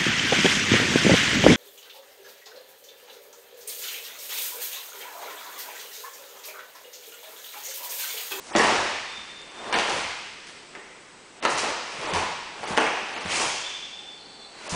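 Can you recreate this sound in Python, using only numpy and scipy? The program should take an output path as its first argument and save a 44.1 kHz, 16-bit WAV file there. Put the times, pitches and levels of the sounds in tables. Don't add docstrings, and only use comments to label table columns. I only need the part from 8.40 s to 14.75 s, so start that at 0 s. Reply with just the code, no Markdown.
import sys
import numpy as np
from scipy import signal
from scipy.fft import rfft, irfft
from scipy.io import wavfile
from scipy.ndimage import uniform_filter1d, map_coordinates

SR = 44100
rng = np.random.default_rng(int(sys.argv[2]) if len(sys.argv) > 2 else 0)


def ratio_of_db(decibels):
    return 10 ** (np.asarray(decibels, float) / 20)


def to_wav(sig):
    pcm = np.clip(np.atleast_2d(sig), -1, 1) * 32767
    pcm = np.round(pcm).astype(np.int16)
    wavfile.write(sys.argv[1], SR, pcm.T)


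N = 280035

# [f/Hz, time to fall 60 dB/s]
HALL_RING = [(60, 0.65), (200, 0.5), (700, 0.86), (2500, 1.62), (5000, 1.74), (10000, 0.52)]
# [t/s, peak level/dB, f of the push/Hz, floor drum share 0-1]
HEELS = [(0.15, -19, 220, 0.02), (0.379, -35.5, 92, 0.4), (0.776, -43.5, 217, 0.37), (1.331, -47, 218, 0.1),
         (1.533, -32.5, 174, 0.52), (3.045, -38, 213, 0.1), (3.133, -36, 158, 0.3), (3.586, -36, 142, 0.1),
         (3.727, -25, 169, 0.32), (4.206, -34, 166.6, 0), (4.305, -22.5, 171, 0.1), (4.622, -39, 202, 0),
         (4.756, -47, 174, 0.2), (4.852, -27.5, 184, 0.28), (5.061, -38, 136, 0.33),
         (6.322, -23.5, 174, 0.4)]
# [f/Hz, level per Hz/dB]
FLAP_COLOUR = [(60, -38.5), (150, -17), (250, -5), (440, 1), (600, -1), (900, 2), (1300, -2), (1900, -7.5),
               (4000, -71)]
# [f/Hz, level per Hz/dB]
RUSTLE_COLOUR = [(600, -55.5), (1200, -7), (1600, -4), (2100, 3), (2800, 2), (3700, -3.5), (4500, -5.5),
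                 (6000, -14), (9000, -60.5)]
# [f/Hz, level per Hz/dB]
HISS_COLOUR = [(2000, -38), (3800, -3), (5000, 3.5), (6500, 3), (8000, -1), (10000, -5), (12000, -24)]


def unit(x):
    return x / np.sqrt(np.mean(x ** 2) + 1e-20)


def along(points, hz):
    f, v = np.transpose(points)
    return np.interp(np.log(hz + 1), np.log(f + 1), v)


def causal(points, size=2048):
    colour = ratio_of_db(along(points, np.fft.rfftfreq(size, 1 / SR)))
    cepstrum = irfft(np.log(colour + 1e-6), size)
    cepstrum[1:size // 2] *= 2
    cepstrum[size // 2 + 1:] = 0
    h = irfft(np.exp(rfft(cepstrum)), size)
    return h / np.linalg.norm(h)


def narrow(hz, width_hz, size):
    f = np.fft.rfftfreq(size, 1 / SR)
    band = 1 / (1 + ((f - hz) / width_hz) ** 2)
    return unit(irfft(rfft(rng.standard_normal(size)) * band, size))


def peaked(t, s, rise_s, fall_s):
    return ratio_of_db(-20 * np.maximum((s - t) / rise_s, (t - s) / fall_s))


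def folds(db, fineness, loss_db):
    steps_away = np.abs(np.arange(3) - fineness)
    return db - loss_db * steps_away ** 1.23


def still_air():
    # [f/Hz, level per Hz/dB]
    air_colour = [(88, -36), (150, -2), (462, 2), (580, -1.5), (1420, -4), (1530, -4), (6790, -13),
                  (7960, -13), (10000, -21.5), (13000, -73.5), (22000, -120)]
    # [f/Hz, level per Hz/dB]
    rumble_colour = [(20, -1.5), (60, 0), (130, -1), (220, -8.5), (400, -28)]
    # [f/Hz, width/Hz, level/dB]
    whines = [(8015, 45, -69), (380, 60, -68)]
    # [f/Hz, level/dB]
    whine_core = (8030, -66)
    t = np.arange(N) / SR
    hiss, drone = (signal.fftconvolve(rng.standard_normal(N + SR), causal(c))[SR // 2:][:N]
                   for c in (air_colour, rumble_colour))
    shake_db, shake_rise_s, shake_t60_s = -16.5, 0.04, 1.8
    rumble_power = ratio_of_db(-67.5) ** 2
    for s, db, _, share in HEELS:
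        shake = peaked(t, s + shake_rise_s, shake_rise_s, shake_t60_s / 3)
        rumble_power = rumble_power + (ratio_of_db(db + shake_db) * share * shake) ** 2
    core_hz, core_db = whine_core
    out = ratio_of_db(-50) * hiss + np.sqrt(rumble_power) * drone
    out += ratio_of_db(core_db) * np.sqrt(2) * np.sin(2 * np.pi * core_hz * t)
    for hz, width, db in whines:
        out += ratio_of_db(db) * narrow(hz, width, size=N)
    return out


def motion(t):
    # [t of fastest motion/s, level/dB,
    # fineness 0 flap - 1 rustle - 2 hiss, wind-up and fall per 20 dB/s (sign ignored)]
    sweeps = [(.01, -49.5, 1.2, -4.6), (.12, -34.5, 0, .08), (.22, -21.5, 0.49, 0.0855),
              (.3, -20.5, 0.16, 0.1521), (.42, -35, 1.1, 0.17), (.6, -48, 0.59, 0.9), (1.16, -46, 0.7, .15),
              (1.26, -34, 0, 0.2), (1.35, -24, .2, 0.09), (1.5, -24, 0.21, 0.1), (1.58, -32.5, 1.1, 0.13),
              (1.75, -50, 1.3, 0.4), (2.2, -55, .8, 0.23), (2.97, -43, 0.34, 0.03),
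              (3.04, -21.5, 0.19, 0.0246), (3.105, -28.5, 2, 0.034), (3.188, -25, 1.25, 0.0637),
              (3.24, -26, 0.048, 0.0926), (3.46, -42, 0.35, 0.4), (3.66, -29, 0.2, 0.2),
              (3.73, -30, 0, 0.1652), (3.78, -26.5, 0.79, .06), (4.19, -42.5, 0, 0.2),
              (4.32, -29, 0.085, 0.15), (4.52, -41.5, 0.42, 0.95), (4.78, -35, 0.48, 0.39),
              (4.921, -22.5, 0.8, 0.0675), (5.005, -23.5, 0.11, 0.0619), (5.15, -35, 3.14, 0.27),
              (6.269, -36, 0.44, 0.17),
              (.2, -40, 2, -0.33), (.3, -37, 2, 0.01), (1.52, -35.5, 2, 0.05), (3.62, -39.5, 1, 0.4),
               (4.28, -37.5, 1.6, 0.12), (4.42, -32, .05, 0.07), (4.47, -35, 0.47, 0.02),
               (4.96, -27.5, 1.8, 0.11), (5.019, -28.5, 2, .09), (6.19, -46, .6, -0.25),
               (6.315, -31, 2.04, 0.07), (6.345, -25.5, .1, 0.073)]
    next_fold_db = 7.5
    power = ratio_of_db(folds(-65, 0.41, next_fold_db))[:, None] ** 2
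    for s, db, fineness, wind_s in sweeps:
        gains = ratio_of_db(folds(db, fineness, next_fold_db))
        power = power + np.outer(gains, peaked(t, s, wind_s, wind_s)) ** 2
    return np.sqrt(power)


def rustling():
    hz, frames, wash = signal.stft(rng.standard_normal(N), SR, nperseg=256)
    near, power = np.zeros(N), 0
    colours, direct_shares = (FLAP_COLOUR, RUSTLE_COLOUR, HISS_COLOUR), (0.4, 0.45, 0.6)
    for gain, colour, direct in zip(motion(frames), colours, direct_shares):
        grains = unit(rng.standard_normal(N) * ratio_of_db(8.1 * rng.standard_normal(N)))
        moving = grains * np.interp(np.arange(N) / SR, frames, gain)
        near += direct * signal.fftconvolve(moving, causal(colour))[:N]
        power += np.outer(unit(ratio_of_db(along(colour, hz))), gain) ** 2
    release = ratio_of_db(-60 * frames / along(HALL_RING, hz)[:, None]) ** 2
    release /= release.sum(axis=1, keepdims=True)
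    stored = signal.fftconvolve(power, release, axes=1)[:, :len(frames)]
    return near + signal.istft(wash * np.sqrt(np.abs(stored)), SR, nperseg=256)[1][:N]


def snaps():
    # [t/s, level/dB, fineness 0-2, smear/ms]
    cracks = [(.136, -32, 0.33, 7.7), (.151, -15, .03, 11), (.163, -19, 0.68, 5.7),
              (.178, -22.5, -0.25, 6.6), (.184, -25, 1.77, 2.5), (.196, -15.5, 0.067, 16),
              (.237, -17.5, 0.32, 14), (1.3265, -21.5, 0.54, 1.1), (1.331, -21, .3, 1.1),
              (1.341, -17.5, 0.62, 19), (1.387, -19.5, 0.81, 3.6), (2.07, -40.5, 1.5, 4),
              (2.089, -39.5, 0.91, 2.1), (2.33, -45, 0.05, 15), (2.351, -36, 0.27, 3.5),
              (3.026, -27, 0.47, 7.4), (3.051, -15, 0.44, 2.6), (3.185, -28, 1.5, 28),
              (3.736, -25, 1.33, 18), (3.753, -21, 0.25, 25), (4.231, -29.5, 0.34, 21),
              (4.273, -30, 0.56, 30), (4.37, -22, 0.56, 14), (4.3755, -11.5, .35, 1.5),
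              (4.381, -28.5, .3, 25), (4.463, -37, 0.14, 13), (4.763, -31, .1, 17),
              (4.859, -28.5, 0.32, 1.5), (4.926, -29, 3, 1.5), (6.294, -34, 2, 40)]
    # [t/s, f/Hz, width/Hz, level/dB]
    air_pockets = [(.153, 447, 170, -15), (.17, 300, 150, -23.5), (.1625, 5800, 2500, -26.5),
                   (.176, 8000, 3000, -36), (4.42, 2670, 700, -28.5), (.195, 1880, 600, -20),
                   (1.345, 850, 300, -20), (2.329, 430, 200, -44.5), (2.365, 430, 100, -45),
                   (4.41, 773, 180, -22), (2.351, 1950, 610, -39.5), (1.277, 730, 400, -35),
                   (1.37, 540, 170, -27.5), (3.28, 590, 290, -30.5), (.18, 1150, 350, -21.5),
                   (3.053, 1180, 250, -22.5), (3.177, 5700, 1800, -35), (3.192, 5100, 1400, -34),
                   (4.99, 950, 290, -28), (4.94, 2700, 130, -27), (3.743, 950, 230, -24),
                   (3.765, 990, 320, -23.5), (4.232, 850, 300, -30.5), (4.376, 2450, 840, -23.5),
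                   (4.465, 2340, 700, -24.5), (4.391, 450, 252, -28)]
    rows, t = np.array(cracks), np.arange(SR // 25) / SR
    loudness = np.sqrt(SR / 100)
    smear_s = rows[:, -1:] / 1000
    burst = rfft(rng.standard_normal((len(rows), len(t))) * ratio_of_db(-60 * t / smear_s))
    burst = irfft(burst / np.abs(burst), len(t)) * loudness
    burst *= 1 - t / t[-1]
    out = np.zeros(N + len(t))
    for k, colour in enumerate((FLAP_COLOUR, RUSTLE_COLOUR, HISS_COLOUR)):
        drive = np.zeros(N + len(t))
        for (s, db, fineness, _), one in zip(rows, burst):
            drive[round(s * SR):][:len(t)] += ratio_of_db(folds(db, fineness, 10)[k]) * one
        out += signal.fftconvolve(drive, causal(colour))[:len(out)]
    for s, hz, width, db in air_pockets:
        ring = np.sin(2 * np.pi * hz * t) * np.exp(-np.pi * width * t) * (1 - np.exp(-t / 0.003))
        out[round(s * SR):][:len(t)] += ratio_of_db(db) * loudness * ring / np.linalg.norm(ring)
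    return out[:N]


def feet():
    out, t = np.zeros(N + SR), np.arange(SR // 3) / SR
    floor_hz = 89.5
    for s, db, hz, share in HEELS:
        push = np.sin(2 * np.pi * hz * t) * ratio_of_db(-60 * t / 0.068)
        drum = share * np.sin(2 * np.pi * floor_hz * t) * ratio_of_db(-60 * t / 0.17)
        soft_start = 1 - np.exp(-t / 0.004)
        out[round(s * SR):][:len(t)] += ratio_of_db(db + 4) * soft_start * (push + drum)
    return out[:N]


def pivots():
    # [start/s, end/s, drag level/dB, fading/dB per s]
    turns = [
        (.66, 1.3, -53, 2),
        (5.217, 6.1, -47, 11),
    ]
    # [f/Hz, width/Hz, octave share 0-1]
    whistles = [(3585, 30, .1), (3510, 35, .03)]
    # [t/s, level/dB]
    catches = [
        [(.69, -47), (.72, -44), (.772, -37.5), (.818, -41), (.912, -43), (.968, -44), (1.016, -43),
         (1.102, -51), (1.19, -46), (1.26, -52)],
        [(5.27, -33.5), (5.352, -33.5), (5.444, -37), (5.535, -40), (5.59, -37.5), (5.69, -40), (5.74, -42),
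         (5.96, -55), (6.01, -55)],
    ]
    out, t = np.zeros(N), np.arange(N) / SR
    flutter_db, flutter_hz, lift_s = 3.5, 30, 0.06
    for (start, end, drag_db, fading_db), beads, (hz, width, octave) in zip(turns, catches, whistles):
        tone = narrow(hz, width, size=N)
        tone /= np.sqrt(np.abs(uniform_filter1d(tone ** 2, size=SR // 60)) + 0.1)
        flutter = map_coordinates(rng.standard_normal(size=400), [t * flutter_hz])
        grip = ratio_of_db(drag_db - fading_db * (t - start) + flutter_db * flutter) ** 2
        for s, db in beads:
            grip += (ratio_of_db(db) * peaked(t, s, 0.047, 0.06)) ** 2
        contact = (t > start) * peaked(np.maximum(t, end), end, 1, lift_s)
        out += np.sqrt(grip) * contact * (tone + octave * (tone ** 2 - 1))
    return out


def squeaks():
    # [t/s, length/s, width/Hz, level/dB]
    slips = [
        (4.92, 0.46, 300, -41.5),
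        (5.699, 0.38, 70, -53.5),
        (5.776, 0.22, 130, -52.5),
        (6.017, 0.25, 55, -54.5),
        (4.904, 0.047, 46.3, -38),
        (5.5, 0.51, 70, -57),
    ]
    slip_pitches = [3250, 4470, 4150, 4030, 2370, 800]
    out, t = np.zeros(N + 2 * SR), np.arange(2 * SR) / SR
    for (s, length, width, db), hz in zip(slips, slip_pitches):
        fade = ratio_of_db(-60 * np.maximum(t - length, 0) / along(HALL_RING, hz))
        swell = (1 - np.exp(-t / 0.012)) * fade
        out[round(s * SR):][:len(t)] += ratio_of_db(db) * swell * narrow(hz, width, size=len(t))
    return out[:N]


def hall(x, count=10):
    out, t = np.zeros(N), np.arange(2 * SR) / SR
    place = np.arange(N) / N * (count - 1)
    share = np.clip(1 - np.abs(place - np.arange(count)[:, None]), 0, 1)
    for part in np.sqrt(share) * x:
        hz, frames, z = signal.stft(rng.standard_normal(len(t)), SR, nperseg=256)
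        t60 = along(HALL_RING, hz)[:, None]
        tail = signal.istft(z * ratio_of_db(-60 * frames / t60) / np.sqrt(t60), SR, nperseg=256)[1][:len(t)]
        tail *= 1 - np.exp(-t / 0.0034)
        walls = rng.uniform(-1, 1, len(t)) * (rng.random(len(t)) < 0.012) * ratio_of_db(-60 * t / 0.1)
        response = tail / np.linalg.norm(tail) + 0.62 * walls / np.linalg.norm(walls)
        response[:2] += [0.44, -0.14]
        out += signal.fftconvolve(part, response)[:N]
    return out


def scene():
    thuds = feet()
    ringing = hall(snaps() + 0.67 * thuds)
    mix = still_air() + rustling() + ringing + 0.56 * thuds + pivots() + squeaks()
    return mix[None]


def low_pass(x):
    return signal.sosfilt(signal.butter(12, 11350, fs=SR, output="sos"), x)


def record(dry):
    # [t/s, length/s, lowest f/Hz, share of patches lost 0-1]
    treble_gaps = [(.105, .055, 2500, .45), (.166, .07, 5000, .15), (.97, .18, 5000, .1),
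                   (1.305, .02, 2600, .6), (1.333, .04, 4500, .25), (3.003, .02, 4400, .99),
                   (3.057, .05, 4800, .25), (3.145, .022, 5500, .5), (3.72, .014, 4500, .8),
                   (3.64, .095, 4800, .22), (4.245, .03, 5000, .5), (4.32, .045, 4600, .2),
                   (4.385, .022, 4600, .5), (4.72, .18, 4500, .2), (6.28, .013, 4500, .99)]
    hz, frames, z = signal.stft(dry, SR, nperseg=128)
    luck = rng.random((len(hz) // 2 + 1, len(frames) // 9 + 1))
    luck = np.kron(luck, np.ones((2, 9)))[:len(hz), :len(frames)]
    for s, length, above_hz, share in treble_gaps:
        inside = np.outer(hz > above_hz, (frames > s) & (frames < s + length))
        z = z * np.where(inside & (luck < share), ratio_of_db(-24), 1)
    spectrum = rfft(signal.istft(z, SR, nperseg=128)[1][:, :N])
    band_limit = 1 / (1 + (np.fft.rfftfreq(N, 1 / SR) / 10120) ** 160)
    return low_pass(irfft(spectrum * band_limit, N))


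dry = scene()
out = record(dry)
to_wav(out)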